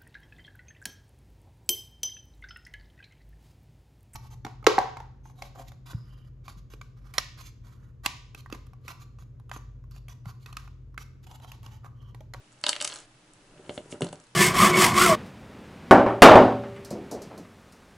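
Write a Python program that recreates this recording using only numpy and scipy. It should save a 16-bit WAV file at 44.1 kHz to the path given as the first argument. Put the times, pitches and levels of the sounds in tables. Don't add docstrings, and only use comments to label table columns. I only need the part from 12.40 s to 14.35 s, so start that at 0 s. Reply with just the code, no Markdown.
import sys
import numpy as np
from scipy import signal
from scipy.fft import rfft, irfft
from scipy.io import wavfile

SR = 44100
rng = np.random.default_rng(int(sys.argv[2]) if len(sys.argv) > 2 else 0)


def natural_amplitude(level_db):
    exponent = np.asarray(level_db, float) / 20
    return 10 ** exponent


def to_wav(sig):
    pcm = np.clip(np.atleast_2d(sig), -1, 1) * 32767
    pcm = np.round(pcm).astype(np.int16)
    wavfile.write(sys.argv[1], SR, pcm.T)


N = 85995


def rms_one(x):
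    return x / np.sqrt(np.mean(x ** 2) + 1e-20)


def high_pass(x, hz):
    return signal.sosfilt(signal.butter(2, hz, "high", fs=SR, output="sos"), x)


def in_time(rows):
    s, *columns = np.transpose(rows)
    t = np.arange(N) / SR
    return [natural_amplitude(np.interp(t, s, column, -120, -120)) for column in columns]


def colour(x, points):
    hz, db = np.transpose(points)
    f = np.maximum(np.arange(N // 2 + 1) * SR / N, 1)
    gain = natural_amplitude(np.interp(np.log(f), np.log(hz), db))
    return rms_one(irfft(rfft(x) * gain, N))


def side_only(x):
    bass_db = -13
    return high_pass(x, 750) + natural_amplitude(bass_db) * x


def wide(source, side_db):
    mid = source()
    side = side_only(source())
    return mid + natural_amplitude(side_db) * side * [[1], [-1]]


def ring(force, hz, t60):
    r, w = natural_amplitude(-60 / (t60 * SR)), 2 * np.pi * hz / SR
    return signal.lfilter([0, np.sin(w)], [1, -2 * r * np.cos(w), r * r], force + 1e-18)


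def strike(s, db, modes, contact, centre_hz=None, fall_db=0, sign=-1):
    mode_spread_db, fall_limit_db = 1.5, 22
    out = np.zeros(N)
    spread = mode_spread_db * rng.standard_normal((len(s), len(modes)))
    n = np.arange(contact.shape[1])
    at = (np.clip(s, 0, None) * SR).astype(int)[:, None] + n
    for k, (hz, level_db, t60) in enumerate(modes):
        off_db = 0
        if centre_hz is not None:
            off_db = np.minimum(fall_db * np.log2(hz / centre_hz) ** 2, fall_limit_db)
        push = np.abs(contact @ np.exp(2j * np.pi * hz / SR * n))
        gain = natural_amplitude(db + level_db + spread[:, k] - off_db) / np.maximum(push, .5)
        force = np.zeros(N)
        np.add.at(force, at, gain[:, None] * contact * sign ** k)
        out += ring(force, hz, t60)
    return out


CHATTER_S = .0017


def chatter(count, length_s):
    t = np.arange(200) / SR
    fade = np.exp(-t / length_s - (t / length_s) ** 4)
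    force = rng.standard_normal((count, len(t))) * fade
    force[:, 0] = 6.0
    return force / np.sqrt(np.sum(force ** 2, axis=1, keepdims=True))


def grains():
    grains_per_s, spread_db = 5100, 1
    sizes = natural_amplitude(spread_db * np.minimum(rng.exponential(1, N), 5)) * rng.choice([-1, 1], N)
    return sizes * (rng.random(N) < grains_per_s / SR)


# [f/Hz, level/dB]
AIR_COLOUR = [(18, -4.5), (30, -0.5), (65, -32), (121, -6.5), (319, -15.5), (487, -14.5), (1320, -18),
              (9660, -28.5), (11500, -35), (15000, -79), (22000, -120)]


def workshop_air():
    air = wide(lambda: colour(rng.standard_normal(N), AIR_COLOUR), side_db=-3.5)
    hum = rms_one(ring(rng.standard_normal(N), hz=121, t60=0.3))
    duct = rms_one(ring(rng.standard_normal(N), hz=310, t60=0.072))
    return natural_amplitude(-61) * air + natural_amplitude(-68) * hum + natural_amplitude(-69) * duct


FALL_DB = 45

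# [f/Hz, level/dB, t60/s]
MOTOR_MODES = [(2630, -1.1, 0.033), (2940, -0.72, 0.029), (3400, -2.2, 0.0092)]


def motor():
    start_s, period_s, level_db = .00882, .03338, -61.5
    s = np.arange(start_s, N / SR - .01, period_s)
    hz = np.where(np.arange(len(s)) % 2, 3140, 2650)
    force = chatter(len(s), CHATTER_S)
    return strike(s, level_db, MOTOR_MODES, force, hz, FALL_DB)


SCRAPE_SIDE_DB = -11

# [t/s, hiss level/dB, box rumble level/dB]
SLIDE = [(0.95, -75, -65), (1.15, -74.5, -57), (1.27, -66.5, -53.5), (1.36, -52.5, -50.5),
         (1.42, -66.5, -56), (1.49, -65.5, -53.5), (1.52, -44.5, -51.5), (1.55, -62, -43.5),
         (1.6, -70, -65), (1.63, -49.5, -38.5), (1.7, -63.5, -55), (1.76, -73, -51.5), (1.85, -67.5, -65)]
# [f/Hz, level/dB]
SLIDE_COLOUR = [(600, -40), (1500, -17), (3000, -8), (4500, -8), (7800, 0), (10600, -5), (11500, -12)]


def sliding():
    hiss_gain = in_time(SLIDE)[0]
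    return hiss_gain * wide(lambda: colour(grains(), SLIDE_COLOUR), SCRAPE_SIDE_DB)


# [t/s, level/dB]
STRIP = [
    (.23, -60),
    (.245, -52.5),
    (.3, -45),
    (.39, -51),
    (.46, -46.5),
    (.55, -49.5),
    (.61, -53.5),
    (.66, -62),
]
# [f/Hz, level/dB]
STRIP_COLOUR = [(150, -37), (300, 10), (600, 8.5), (1700, 7.5), (3000, 5.5), (7300, 2), (10700, -3),
                (11500, -39)]


def stripping():
    drag_gain = in_time(STRIP)[0]
    return drag_gain * wide(lambda: colour(grains(), STRIP_COLOUR), SCRAPE_SIDE_DB)


# [t/s, peak level/dB, centre f/Hz]
KNOCKS = [(0.0, -49.5, 324), (1.196, -39, 385), (1.199, -44, 655), (1.294, -21.5, 606), (1.294, -36, 330),
          (1.296, -26, 140), (1.308, -29, 610), (1.377, -22.5, 580), (1.378, -26.5, 358), (1.38, -21, 116),
          (1.405, -35, 514), (1.459, -39.5, 385), (1.527, -27.5, 310), (1.527, -29.5, 560),
          (1.543, -31.5, 570), (1.575, -43, 330), (1.608, -20, 750), (1.612, -21.5, 303), (1.62, -15, 445),
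          (1.617, -19, 110), (1.626, -11, 155), (1.643, -21.5, 317), (1.646, -26, 795), (1.664, -26, 334),
          (1.666, -27, 720), (1.689, -33.5, 616), (1.705, -26, 172), (1.729, -25.5, 780),
          (1.742, -30.5, 183)]
# [f/Hz, level/dB, t60/s]
BOX_MODES = [(104, -21, 0.016), (140, -14, 0.074), (172, -6, 0.135), (216, -10.5, 0.062),
             (277, -10.5, 0.061), (329, 0, 0.088), (385, -2, 0.081), (445, 1, 0.047), (532, -10, 0.053),
             (595.4, 0.5, 0.066), (714, -10, 0.041), (780, -4.5, 0.027), (903, 1, 0.011),
             (1330, 11.5, 0.0037)]


def box():
    contact_s, low_hz = .0009, 76
    s, db, hz = np.transpose(KNOCKS)
    push = np.hanning(int(contact_s * SR))[None]
    knocks = strike(s, db - 7, BOX_MODES, push / push.sum(), hz, FALL_DB, sign=0.97)
    rub = grains()
    rumble = rms_one(sum(natural_amplitude(level_db) * ring(rub, f, t60) for f, level_db, t60 in BOX_MODES))
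    card = knocks + in_time(SLIDE)[1] * rumble
    return high_pass(high_pass(card, low_hz), low_hz)


# [t/s, jaw level/dB, jaw centre f/Hz, relative blade level/dB, relative handle level/dB]
SNAPS = [(0.2386, -8, 3650, -15, -10.5), (0.2652, -6.5, 3930, -12.5, -10.5), (0.2838, -22.5, 3300, 0, 3.5),
         (0.2910, -7, 4400, -4, -11.5), (0.2931, -9.5, 4300, -0.5, -32), (.33, -13, 2800, -12.5, -16.5),
         (0.3629, -18, 3300, -12.5, -8), (0.402, -17.5, 3340, -19, -26), (0.4097, -22.5, 3500, -2.5, -3),
         (0.4132, -12.5, 3220, -4.5, -13.5), (.424, -24.5, 4100, 8, -2.5), (.4455, -21.5, 3070, 5, -11),
         (0.449, -16, 3150, 2, -9.5), (0.4752, -21.5, 3580, 3, -13.5), (0.478, -28, 3550, 3, -31)]
# [t/s, peak level/dB, centre f/Hz]
TICKS = [(0.1203, -48, 6000), (0.1264, -44, 8000), (.133, -50, 7000), (.1886, -49, 7000), (.201, -50, 9500),
         (.2113, -49, 2800), (.2135, -40, 8500), (.2325, -40, 6000), (0.298, -16.5, 6500),
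         (0.3262, -24, 3400), (.354, -23, 4150), (.4915, -29.5, 7260), (.499, -24, 3500), (.507, -31, 4520),
         (0.515, -32, 6500), (0.5215, -24.5, 3520), (0.5265, -23.5, 3800), (0.5345, -30.5, 8800),
         (0.5392, -26.5, 6900), (0.549, -31, 8700), (0.5583, -27, 4420), (.5585, -28, 7600),
         (.5655, -31.5, 7000), (0.573, -32.5, 4540), (.578, -43, 8500), (.5868, -32.5, 6500),
         (.59, -35.5, 3000), (0.602, -35.5, 7000), (0.616, -44.5, 7000), (.935, -40.5, 8360)]
# [t/s, peak level/dB, centre f/Hz]
RATTLE = [(1.18, -46, 2800), (1.249, -47, 2800), (1.262, -41, 2900), (1.2937, -22, 2750),
          (1.302, -35.5, 3520), (1.377, -21, 2750), (1.5242, -26, 2610), (1.6078, -24, 7900),
          (1.6188, -17, 2940), (1.6202, -24, 8000), (1.6248, -26, 3500), (1.6252, -34, 7400),
          (1.629, -34, 4000), (1.643, -28, 3220), (1.6457, -26.5, 7960), (1.656, -45, 3000),
          (1.6676, -30, 4270), (1.677, -39, 4000), (1.685, -37, 3200), (1.6884, -36, 7400),
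          (1.6897, -35, 4400), (1.7277, -31.5, 3070), (1.7272, -29.5, 9900), (1.7303, -36.5, 7600),
          (1.74, -41, 9000), (1.756, -38, 5450), (1.8, -39, 6500), (1.8388, -45.5, 6500),
          (1.868, -46, 6400)]
# [f/Hz, level/dB, t60/s]
JAW_MODES = [(2173, -4.5, 0.0094), (2570, -3.5, 0.0076), (2750, -1, 0.0079), (3000, -2.5, 0.014),
             (3300, -1, 0.0063), (3583, -1.5, 0.0074), (4000, -4, 0.0073), (4360, -1, 0.0076),
             (5050, -8.5, 0.0075)]
# [f/Hz, level/dB, t60/s]
BLADE_MODES = [(5720, -1.5, 0.0049), (6500, -5, 0.01), (7085, 1, 0.0036), (8000, -2.5, 0.011),
               (8600, -3, 0.0043), (9580, -3.5, 0.0071), (10743, -6, 0.0067)]
# [f/Hz, level/dB, t60/s]
HANDLE_MODES = [(265, -15, 0.034), (366, -19.5, 0.013), (592.4, -9.5, 0.077), (848, -15, 0.06),
                (987, -12.5, 0.051), (1257, 0, 0.018), (1390, 2.5, 0.0095), (1624, 1, 0.01)]


def tool():
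    tick_s, jaw_fall_db, tick_fall_db = .0014, 12, 22
    tick_handle_db, tool_db, low_hz = -10.5, -6, 216

    s, db, hz, blade_db, handle_db = np.transpose(SNAPS)
    force = chatter(len(s), CHATTER_S)
    snaps = strike(s, db, JAW_MODES, force, hz, jaw_fall_db)
    snaps += strike(s, db + blade_db, BLADE_MODES, force)
    snaps += strike(s, db + handle_db, HANDLE_MODES, force)

    s, db, hz = np.transpose(TICKS + RATTLE)
    force = chatter(len(s), tick_s)
    ticks = strike(s, db, JAW_MODES + BLADE_MODES, force, hz, tick_fall_db)
    ticks += strike(s, db + tick_handle_db, HANDLE_MODES, force)
    return natural_amplitude(tool_db) * high_pass(snaps + ticks, low_hz)


def room(x):
    level_db, side_db, t60_s, start_s, dull_hz = -11.5, -5, 0.15, 0.0009, 7000
    t = np.arange(int(.4 * SR)) / SR
    r = np.exp(-2 * np.pi * dull_hz / SR)
    tails = signal.lfilter([1], [1, -r], rng.standard_normal((2, len(t))))
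    tails = tails * natural_amplitude(-60 * t / t60_s) * np.clip(t / start_s - 1, 0, 1)
    tails /= np.sqrt(np.sum(tails[0] ** 2))
    mid, side = signal.fftconvolve(x[None], tails, axes=1)[:, :N]
    return natural_amplitude(level_db) * (mid + natural_amplitude(side_db) * side_only(side) * [[1], [-1]])


def scene():
    steel, card = tool(), box()
    into_room = high_pass(steel, 870) + natural_amplitude(-0.5) * card
    background = workshop_air() + motor()
    friction = sliding() + stripping()
    return background + friction + card + steel + room(into_room)


def roll_off(x):
    return signal.sosfilt(signal.butter(12, 12160, fs=SR, output="sos"), x)


def record(dry):
    cutoff_hz, peak_limit = 11250, .5
    low_pass = signal.cheby2(14, 32, cutoff_hz + 150, fs=SR, output="sos")
    cut = signal.sosfilt(low_pass, dry)
    mix = peak_limit * np.tanh(cut / peak_limit)
    return roll_off(mix)


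dry = scene()
out = record(dry)
to_wav(out)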